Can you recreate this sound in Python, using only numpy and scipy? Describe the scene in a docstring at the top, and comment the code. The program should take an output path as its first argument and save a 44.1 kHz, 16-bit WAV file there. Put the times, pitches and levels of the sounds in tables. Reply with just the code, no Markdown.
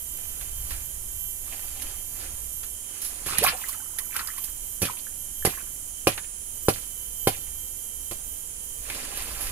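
"""A stone pounds a stake into soft wet ground: five heavy blows after two nudges, each ringing the stake's modes
over crushed-fibre noise; then the stone is laid down. Before that a hand sweeps through a shallow stream, in
crackling spray and rising bubble tones. Leaves rustle as runs of tiny crackles, and stems and twigs snap.
Around lie an insect drone of coloured noise, gliding whistles, a faint hum, air rumble and forest air,
with the insects brightest on the right."""
import sys
import numpy as np
from scipy import signal
from scipy.fft import rfft, irfft
from scipy.io import wavfile

SR = 44100
rng = np.random.default_rng(int(sys.argv[2]) if len(sys.argv) > 2 else 0)


def to_wav(sig):
    """Store sig (one row per channel, or 1-D mono) as 16-bit WAV at the path in sys.argv[1].

    Samples outside -1..1 are clipped; the rate is SR.
    """
    pcm = np.clip(np.atleast_2d(sig), -1, 1) * 32767
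    pcm = np.round(pcm).astype(np.int16)
    wavfile.write(sys.argv[1], SR, pcm.T)  # frames by channels


N = 419391
TIME = np.arange(N) / SR  # s
BINS = np.maximum(np.fft.rfftfreq(N, 1 / SR), 1)  # Hz, kept above zero for the logarithm


def from_db(db):
    """Turn decibels into gain."""
    return 10 ** (np.asarray(db) / 20)


def rms_one(x):
    """Scale to unit power."""
    return x / np.sqrt(np.mean(x ** 2) + 1e-20)


def per_bin(points):
    """Draw a (frequency_hz, value) curve over the spectrum, straight on a log-frequency axis."""
    hz, value = np.transpose(points)
    return np.interp(np.log(BINS), np.log(hz), value)


def drift(rate_hz, t=TIME, size=8192):
    """Wander smoothly between random points, with spread 1."""
    points = rng.standard_normal(size)
    return np.interp(t * rate_hz, np.arange(size), points) * np.sqrt(1.5)  # joining lines narrow the spread


def stereo(gain, mid, side, alike):
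    """Colour mid and side noise spectra and blend them to a left-right correlation; rms 1."""
    alike = np.clip(alike, -1, 1)
    spread = np.sqrt(1 + alike) * mid + np.sqrt(1 - alike) * side * [[1], [-1]]
    return rms_one(irfft(gain * spread, N))


def pair(gain, alike, size=1):
    """Stereo noise of a given colour, left-right correlation and grain size."""
    mid, side = rfft(rng.standard_normal((2, N)) * size)
    return stereo(gain, mid, side, alike)


# how alike left and right are: (frequency_hz, correlation)
LIKENESS = [(30, 0.54), (250, 0.99), (600, 0.98), (1200, 0.73), (2500, 0), (5000, 0.86), (15000, 0)]


def grains(spectrum, per_s, spread_db, wash):
    """Tiny clicks of uneven size over a wash of finer ones."""
    born = rng.random(N) < per_s / SR
    size = born * from_db(spread_db * np.minimum(rng.exponential(1, N), 4)) + wash
    return pair(from_db(per_bin(spectrum)), per_bin(LIKENESS), size)


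def crackles(spectrum, per_s, spread_db, wash, clump_db, count=12):
    """Tiny fractures, each sounding in a pitch range of its own and coming in clumps; rms 1."""
    place = np.interp(np.log(BINS), np.log([300, 12000]), [0, count - 1])
    sound = 0
    for k in range(count):
        born = rng.random(N) < per_s / SR
        size = born * from_db(spread_db * np.minimum(rng.exponential(1, N), 3))
        clumps = from_db(clump_db * drift(70))
        clicks = rng.standard_normal((2, N)) * (size + wash) * clumps
        pitch_range = np.sqrt(np.maximum(1 - abs(place - k), 0))
        sound = sound + rfft(clicks) * pitch_range
    mid, side = sound
    return stereo(from_db(per_bin(spectrum)), mid, side, per_bin(LIKENESS))


def add(out, s, sound):
    """Mix a short sound in at a time."""
    at = round(s * SR)
    out[at:at + len(sound)] += sound[:N - at]


def bursts(rows, rise_s):
    """Envelope of (start_s, level_db, t60_s) bursts that rise fast and die away."""
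    out, age = np.zeros(N), TIME[:SR // 2]
    for s, db, t60 in rows:
        add(out, s, from_db(db - 60 * age / t60) * (1 - np.exp(-age / rise_s)))
    return out


def strokes(rows, rise_s, t60_s):
    """Envelope of (start_s, hold_s, level_db) hand movements: each swells, holds and dies away."""
    power = np.zeros(N)
    for s, hold_s, db in rows:
        swell = np.exp(np.clip((TIME - s) / rise_s, -20, 0))
        fall_db = 60 * np.clip((TIME - s - hold_s) / t60_s, 0, 2)
        power += (swell * from_db(db - fall_db)) ** 2
    return np.sqrt(power)


def clearing(x, near_db, far_db, near_t60_s=0.092, far_t60_s=0.28, dull_hz=3500):
    """Close logs scatter the sound at once; the trees return a faint, dull tail."""
    age = TIME[:SR]
    near, far = rng.standard_normal((2, 2, SR)) * (age > .003)
    far = signal.sosfilt(signal.butter(1, dull_hz, fs=SR, output="sos"), far)
    near = from_db(near_db) * rms_one(near * from_db(-60 * age / near_t60_s))
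    far = from_db(far_db) * rms_one(far * from_db(-60 * age / far_t60_s))
    thin = signal.butter(2, 600, "high", fs=SR, output="sos")
    echo = signal.sosfilt(thin, (near + far) / np.sqrt(SR))
    return x + signal.oaconvolve(x, echo, axes=1)[:, :N]


# colour of the forest air: (frequency_hz, density_db per Hz)
FOREST = [(60, 6.5), (150, 7.5), (300, 5), (500, 0.5), (800, -3.5), (1500, -10), (2600, -4), (4000, -21),
          (6000, -12.5), (15000, -18)]


def forest_air(level_db=-55.0):
    """Steady noise of the forest, heaviest in the lows."""
    return from_db(level_db) * pair(from_db(per_bin(FOREST)), 0.5 * per_bin(LIKENESS))


# colour of the air rumble: (frequency_hz, density_db per Hz)
RUMBLE = [(10, 2.5), (25, 2), (60, -1), (90, -8.5), (130, -16.5), (220, -44), (500, -36.5)]
# puffs of air on the microphone: (centre_s, half_width_s, level_db above the calm)
PUFFS = [(0.68, 0.5, 9), (2.0, 0.51, 6), (7.45, 0.19, 4.5), (8.2, 0.26, 4.5), (9.42, 0.31, 11.5)]


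def breeze(calm_db=-47.0, flutter_db=2):
    """Air rumbles on the microphone and swells with each puff."""
    puff_db = sum(db * np.exp(-((TIME - s) / width) ** 2) for s, width, db in PUFFS)
    level_db = calm_db + puff_db + flutter_db * drift(7)
    return from_db(level_db) * pair(from_db(per_bin(RUMBLE)), 0.9)


def hum(pitch_hz=480, waver_hz=9, start_s=5.8, swell_s=1.1, hum_db=-65):
    """A faint sine with a wavering pitch swells in and stays."""
    swell = np.clip((TIME - start_s) / swell_s, 0, 1)
    hz = pitch_hz + waver_hz * drift(40)
    return from_db(hum_db) * swell * np.sin(2 * np.pi * np.cumsum(hz) / SR)


# colour of the insect chorus: (frequency_hz, density_db per Hz)
CHORUS = [(4500, -25), (5500, -18.5), (6400, -7), (7300, -2), (8000, -8), (8550, -7.5), (8850, -1),
          (9700, 3), (10400, 0.5), (11000, -7.5), (11700, -8.5), (12500, -10.5), (13300, -13),
          (15300, -22.5)]


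def chorus(chorus_db=-33.5, trill_hz=3110, trill_width_hz=135, trill_db=-58.5, throb_db=2):
    """Countless far insects, each on a narrow pitch of its own, and the merged fundamentals of far whistlers."""
    # uneven strength every 15 Hz breaks the noise into narrow voices
    voices_db = 2.4 * np.interp(BINS / 15, np.arange(4096), rng.standard_normal(4096))
    drone = from_db(chorus_db) * pair(from_db(per_bin(CHORUS) + voices_db), 0)
    band = np.exp(-.5 * ((BINS - trill_hz) / trill_width_hz) ** 2)
    trill = pair(from_db(voices_db) * band, 0.33)
    return drone + from_db(trill_db + throb_db * drift(9)) * trill


# whistling insects, one phrase each, level relative to the whistle and fundamental settings:
# (start_s, end_s, first_hz, middle_hz, last_hz, level_db)
WHISTLES = [(-.2, 2.85, 12150, 12225, 12385, 1.5), (-.2, 2.8, 12790, 12600, 12385, -5),
            (-.2, 2.1, 12250, 12375, 12450, -5), (-.1, 1.0, 12170, 12260, 12330, -6),
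            (0, 2.9, 12500, 12590, 12730, -9), (.3, 1.8, 12900, 12760, 12695, -4.5),
            (2.25, 3.5, 12160, 12285, 12440, -6), (3.4, 4.9, 12480, 12690, 12940, -9),
            (3.45, 5.65, 12060, 12320, 12510, 1), (3.5, 4.5, 12150, 12210, 12260, -5),
            (3.7, 5.6, 12500, 12690, 12860, -9), (4.1, 6.05, 12060, 12180, 12260, -3),
            (5.3, 6.3, 12140, 12180, 12220, -7), (6.2, 8.1, 12270, 12600, 12860, -8),
            (6.45, 8.15, 12115, 12205, 12280, -3), (6.5, 8.3, 12110, 12360, 12530, 1),
            (6.8, 9.7, 12880, 12680, 12450, -7), (8.05, 9.7, 12070, 12165, 12240, -3),
            (9.1, 9.8, 12040, 12150, 12240, -1)]


def whistlers(whistle_db=-38.0, fundamental_db=-59.0):
    """Thin, raspy insect glides: a strong fourth harmonic over a faint fundamental, pulsing slightly."""
    waver_hz, flutter_db, rasp, fade_s = 7, 3.3, .26, .15
    pulse_hz, pulse_depth = 390, .14
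    out = np.zeros((2, N))
    for start, end, first_hz, middle_hz, last_hz, db in WHISTLES:
        on = (TIME > start) & (TIME < end)
        t = TIME[on]
        glide = np.polyfit([start, (start + end) / 2, end], [first_hz, middle_hz, last_hz], deg=2)
        hz = np.polyval(glide, t) + waver_hz * drift(60, t)
        fade = np.clip(np.minimum(t - start, end - t) / fade_s, 0, 1)
        gain = fade * from_db(db + flutter_db * drift(14, t))
        # each ear gets a phase of its own
        phase = 2 * np.pi * (np.cumsum(hz) / SR + rng.random((2, 1)))
        scrape = 1 + rasp * drift(300, t) + pulse_depth * np.sin(2 * np.pi * pulse_hz * t)
        whistle = scrape * np.sin(phase)
        fundamental = from_db(flutter_db * drift(5, t)) * np.sin(phase / 4)
        out[:, on] += gain * (from_db(whistle_db) * whistle + from_db(fundamental_db) * fundamental)
    return out


# colour of rubbing leaves: (frequency_hz, density_db per Hz)
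LEAVES = [(100, -1), (300, 8), (700, 5), (1500, 4), (2400, 6.5), (3600, 2.5), (5500, 2), (8200, -12),
          (10000, 2), (11500, 7), (13200, -2), (15500, -18)]
# a hand brushes the leaves, level before the rustle setting: (start_s, hold_s, level_db)
BRUSHES = [(0.15, 0.35, -57.5), (0.715, 0.022, -49), (1.52, 0.016, -48.5), (1.65, 0.21, -53.5),
           (1.84, 0.074, -51), (2.2, 0.048, -47), (2.36, 0.099, -64), (2.92, 0.51, -53.5),
           (8.905, 0.068, -43.5), (9.02, 0.55, -46), (9.17, 0.015, -44), (9.28, .1, -52), (9.44, 0.07, -48)]


def leaves(rustle_db=4):
    """Leaves and stems rub in a dense run of fine crackles while the hands move."""
    motion = strokes(BRUSHES, rise_s=0.056, t60_s=0.51) * from_db(.8 * drift(60))
    crackle = crackles(LEAVES, per_s=380, spread_db=3.3, wash=.1, clump_db=1.2)
    return motion * from_db(rustle_db) * crackle


# sharp spatters and twig snaps: (start_s, bright_db, body_db, t60_s)
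SNAPS = [(0.41, -35, -41.5, 0.15), (0.706, -31, -38, 0.24), (1.592, -30, -41.5, 0.047),
         (1.819, -23, -37, 0.076), (2.632, -33, -41.5, 0.15), (3.0163, -25, -59, 0.3),
         (3.046, -29, -50, 0.33), (3.261, -24, -34.5, 0.35), (3.3831, -4, -33, 0.017),
         (3.386, -21, -29, 0.074), (3.438, -8.5, -27, 0.048), (3.685, -21, -59, 0.13),
         (3.9857, -17.5, -33.5, 0.063), (4.164, -15, -29, 0.038), (4.272, -24, -40, 0.044),
         (4.379, -25.5, -42, 0.089), (4.439, -22, -60, 0.097), (6.1772, -33, -29.5, 0.07),
         (8.9, -27, -28.5, 0.036), (8.948, -29, -36, .04), (9.049, -28, -35.5, 0.044),
         (9.172, -23.5, -42, 0.055), (9.221, -25, -35, 0.044), (9.257, -32, -41, 0.027),
         (9.408, -25.5, -42, 0.37), (9.468, -31, -33, .04)]
# colour of grit and of bright edges: (frequency_hz, density_db per Hz)
GRIT = [(2000, -19.5), (6000, -4.5), (8200, -5), (9500, 5), (11200, 11), (12500, 1), (13600, -2),
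        (15500, -13)]
# colour of a crack's body: (frequency_hz, density_db per Hz)
CRACK = [(150, -4), (700, -2.5), (1700, 6), (2600, 5), (4000, 1.5), (8000, -12), (15000, -49)]


def snaps():
    """Short noise cracks with a bright edge and a woody body."""
    edge = bursts([(s, db, t60) for s, db, _, t60 in SNAPS], rise_s=0.0006)
    body = bursts([(s, db, t60) for s, _, db, t60 in SNAPS], rise_s=0.00013)
    bright = edge * pair(from_db(per_bin(GRIT)), 0.11)
    woody = body * pair(from_db(per_bin(CRACK)), per_bin(LIKENESS))
    return bright + woody


def bubble(hz, cycles, rise):
    """A trapped air pocket rings and climbs in pitch as it nears the surface."""
    age = TIME[:SR // 12]
    life = age * hz / cycles  # 1 when it has rung down by 60 dB
    phase = 2 * np.pi * hz * age * (1 + rise * np.minimum(life, 2))
    return from_db(-60 * life) * (1 - np.exp(-age * hz)) * np.sin(phase)


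# the clearest drips: (start_s, level_db, pitch_hz)
DRIPS = [(3.435, -20, 890), (3.444, -10, 764), (3.447, -10, 1450), (3.4645, -9, 2310), (3.47, -17, 1090),
         (3.48, -17, 2550), (3.488, -10, 2510), (3.513, -27, 1097), (3.524, -34, 850), (3.545, -27, 690),
         (3.615, -30, 824), (3.637, -25.5, 1440), (3.641, -22, 1870), (3.691, -30.5, 1080),
         (3.745, -33, 1260), (3.803, -33, 1350), (3.86, -39, 1200), (3.987, -23.5, 1800), (4.095, -37, 870),
         (4.129, -23, 2196), (4.145, -29, 1280), (4.16, -19, 1380), (4.192, -20, 1210), (4.194, -18, 1720),
         (4.209, -24, 1345), (4.274, -15, 4830), (4.285, -24, 1650), (4.287, -29, 1200), (4.302, -29, 1800),
         (4.376, -28, 1933), (4.382, -31, 1020), (5.068, -28.5, 1550), (5.425, -28, 1680),
         (5.574, -24, 1560), (6.178, -21.5, 1530)]
# water runs off the hand and the stone as fainter drips:
# (start_s, length_s, first_db, last_db, middle_hz)
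TRICKLES = [(3.504, .06, -30, -34, 777), (3.579, .18, -50, -42, 1510), (3.76, 0.32, -45, -44.5, 1338),
            (4.104, 0.087, -31.5, -39, 1540), (4.224, .17, -37, -45, 1530), (4.868, .035, -29, -26, 1680),
            (5.52, 0.1, -35, -36, 1610)]


def plunge(start_s=3.419, gap_s=0.0075, pitch_hz=432, step_octaves=0.328, level_db=-18.5, step_db=1.5, count=5):
    """The hollow behind the plunging hand closes as a run of ever smaller, louder bubbles."""
    return [(start_s + k * gap_s, level_db + k * step_db, pitch_hz * 2 ** (k * step_octaves))
            for k in range(count)]


def trickles(per_s=120, spread_octaves=0.844, uneven_db=4):
    """Runs of drips, scattered in time, level and pitch."""
    rows = []
    for start, length, first_db, last_db, middle_hz in TRICKLES:
        n = max(round(length * per_s), 1)
        for k, (late, size, pitch) in enumerate(rng.uniform(-1, 1, (n, 3))):
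            along = (k + .5 + .5 * late) / n
            db = first_db + along * (last_db - first_db) + uneven_db * size
            rows.append((start + along * length, db, middle_hz * 2 ** (spread_octaves * pitch)))
    return rows


def drops(drip_cycles=23, glide=0.2):
    """The plunge gulps, single drips fall, and trickles patter after the hand, all as bubbles."""
    out = np.zeros(N)
    for s, db, hz in plunge() + trickles() + list(DRIPS):
        ring, climb = rng.uniform(.6, 1.4, 2)
        add(out, s, from_db(db) * bubble(hz, cycles=drip_cycles * ring, rise=glide * climb))
    return out


# colour of the spray: (frequency_hz, density_db per Hz)
SPRAY = [(80, -3), (250, -8.5), (600, -12), (1400, -10), (2400, 1.5), (3500, -5.5), (5000, -5),
         (8000, -4.5), (10300, 4), (11800, 1), (13500, -4), (15500, -15)]
# the hand sweeps through the water, level before the spray and fizz settings: (start_s, hold_s, level_db)
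SWEEPS = [(3.286, 0.072, -30.5), (3.383, 0.091, -28), (3.44, 0.012, -27), (3.461, 0.029, -19),
          (3.52, 0.025, -39.5), (3.57, 0.173, -43.5), (4.14, 0.071, -36), (4.273, 0.22, -49.5)]


def water(count=700, spray_db=-1):
    """The hand throws up spray and a swarm of small bubbles; larger ones and drips sound singly."""
    rise_s, t60_s = .018, .11
    fizz_db, size_range_db, lowest_hz, octaves = -3, 23, 750, 2.5
    first = SWEEPS[0][0] - rise_s
    last = SWEEPS[-1][0] + SWEEPS[-1][1] + t60_s
    stir = strokes(SWEEPS, rise_s, t60_s) * from_db(1.8 * drift(130))
    rings = drops()
    for when, pitch, faintness in rng.random((count, 3)):
        s = first + when * (last - first)
        gain = stir[round(s * SR)] * from_db(fizz_db + size_range_db * (.5 - faintness))
        hz = lowest_hz * 2 ** (octaves * pitch ** .7)
        add(rings, s, gain * bubble(hz, cycles=20, rise=0.22))
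    spray = crackles(SPRAY, per_s=220, spread_db=3.2, wash=.03, clump_db=3)
    return from_db(spray_db) * stir * spray, rings


# modes of the stake in soft ground, nominal before each blow's variation: (pitch_hz, level_db, t60_s)
STAKE = [(85, -55, 0.19), (108.5, -27.5, 0.21), (142, -24.5, 0.082), (205, -21, 0.063), (346, -20.5, 0.034),
         (393, -17.5, 0.03), (490, -14, 0.025), (593, -22.5, 0.028), (750, -19, 0.03), (1020, -19.5, 0.018),
         (1170, -21, 0.01), (1340, -23.5, 0.015)]


def knock(contact_hz, bend_hz=520, lowest_hz=75, hollow_hz=268, hollow_q=8):
    """One push rings the stake's modes, softened by the contact; bending waves bring the treble first."""
    age = TIME[:SR // 3]
    hz, mode_db, t60 = np.transpose(STAKE)[:, :, None]
    # the stake sits differently after each blow
    strength, detune = rng.uniform(-1, 1, (2, len(STAKE), 1))
    ring_db = mode_db + 2.5 * strength - 60 * age / t60
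    modes = from_db(ring_db) * np.sin(2 * np.pi * hz * (1 + 0.04 * detune) * age)
    contact = signal.butter(1, [lowest_hz, contact_hz], "band", fs=SR, output="sos")
    push = signal.sosfilt(contact, modes.sum(axis=0))
    # a hollow between thud and knock
    push = signal.lfilter(*signal.iirnotch(hollow_hz, hollow_q, fs=SR), push)
    # an all-pass delays the lows
    _, poles = signal.butter(2, bend_hz, fs=SR)
    return -signal.lfilter(poles[::-1], poles, push)


# short woody clacks, as each blow lands on another spot and as a stem breaks:
# (start_s, level_db, pitch_hz, t60_s)
CLACKS = [(4.83, -20, 2510, 0.02), (5.4495, -18, 885, 0.019), (5.451, -21, 1670, 0.026),
          (5.454, -21, 370, 0.015), (5.465, -20, 2040, 0.024), (6.071, -9, 2440, 0.013),
          (6.073, -10, 567, .032), (6.685, -23, 1370, .01), (6.686, -13, 443, .022), (6.178, -34, 900, .03),
          (7.2725, -13, 3100, .012), (7.275, -17.5, 2190, 0.021), (7.281, -16, 616, 0.02),
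          (8.901, -13.5, 2250, 0.0069)]


def clacks(rise_s=0.00053):
    """The modes that a contact favours ring briefly under it."""
    return sum(bursts([(s, db, t60)], rise_s) * np.sin(2 * np.pi * hz * (TIME - s))
               for s, db, hz, t60 in CLACKS)


# stone on wood, nudged, then pounding, then laid down:
# (start_s, thud_db, crunch_db, grit_db, contact_cutoff_hz, rebound_after_s, rebound_db relative to the thud)
BLOWS = [(3.263, -19.5, -50, -42, 350, 0.0095, -5.5), (3.387, -12.5, -51, -45, 300, 0.023, -2),
         (4.818, -8, -23, -13, 332, 0.011, 2.5), (4.852, -33, -25.5, -25, 300, 0.012, -11),
         (5.4496, -2.5, -18, -10, 700, 0.022, -3.5), (6.0704, 1, -15.5, -13, 2000, 0.0056, -29),
         (6.6840, 3.5, -20, -14, 2200, 0.0078, -20), (7.2719, 1.5, -19, -13.5, 1500, 0.0078, -9.5),
         (8.111, -22.5, -34, -25.5, 1530, 0.0085, 2.5)]
# colour of crushed wet wood: (frequency_hz, density_db per Hz)
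CRUNCH = [(120, 2), (260, 3), (450, -1), (800, -3), (1300, -4), (1900, -1.5), (2500, 0), (3400, -2.5),
          (5000, -7), (8000, -7), (16000, -15)]


def pounding(crunch_t60_s=0.056, grit_t60_s=0.077, settle_db=-24, settle_t60_s=0.54):
    """Each blow and its rebound ring the stake and crush wet fibres; loose debris settles afterwards."""
    thuds = np.zeros(N)
    for s, thud_db, _, _, contact_hz, rebound_s, rebound_db in BLOWS:
        thud = knock(contact_hz)
        add(thuds, s, from_db(thud_db) * thud)
        add(thuds, s + rebound_s, from_db(thud_db + rebound_db) * thud)
    crush = bursts([(row[0], row[2], crunch_t60_s) for row in BLOWS], rise_s=0.00011)
    grit = bursts([(row[0], row[3], grit_t60_s) for row in BLOWS], rise_s=0.0018)
    settle = bursts([(row[0], row[3] + settle_db, settle_t60_s) for row in BLOWS], rise_s=0.0063)
    settle = settle * from_db(1.8 * drift(90))
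    fibres = grains(CRUNCH, per_s=3000, spread_db=2.5, wash=.5)
    sand = grains(GRIT, per_s=1000, spread_db=2.2, wash=.35)
    debris = crackles(CRUNCH, per_s=200, spread_db=3, wash=.04, clump_db=3, count=8)
    return thuds + clacks() + crush * fibres + settle * debris + grit * sand


def scene():
    """Work on the stake and in the water close by, insects and forest air behind."""
    background = forest_air() + breeze() + hum() + chorus() + whistlers()
    spray, rings = water()
    drips = clearing(np.array([rings, rings]), near_db=-6, far_db=-15)
    work = clearing(pounding() + spray + leaves(), near_db=-1.5, far_db=-29)
    return background + snaps() + drips + work


# the left port is shaded from the treble: (frequency_hz, gain_db)
LEFT_SHADE = [(100, -0.5), (1200, -0.5), (2400, -0.5), (4500, 1), (5600, 0), (6500, -7.5), (8400, -7.5),
              (9400, -14.5), (11200, -26), (12300, -14), (13400, -17), (15000, -3)]


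def record(dry):
    """The left port hears later and duller; peaks are clipped and the top is cut."""
    lag_s, cutoff_hz = 4 / SR, 15600
    delay = np.exp(-2j * np.pi * BINS * lag_s)
    left = irfft(rfft(dry[0]) * from_db(per_bin(LEFT_SHADE)) * delay, N)
    top = signal.ellip(10, .1, 70, cutoff_hz, fs=SR, output="sos")
    return signal.sosfilt(top, np.clip([left, dry[1]], -1, 1))


dry = scene()
out = record(dry)
to_wav(out)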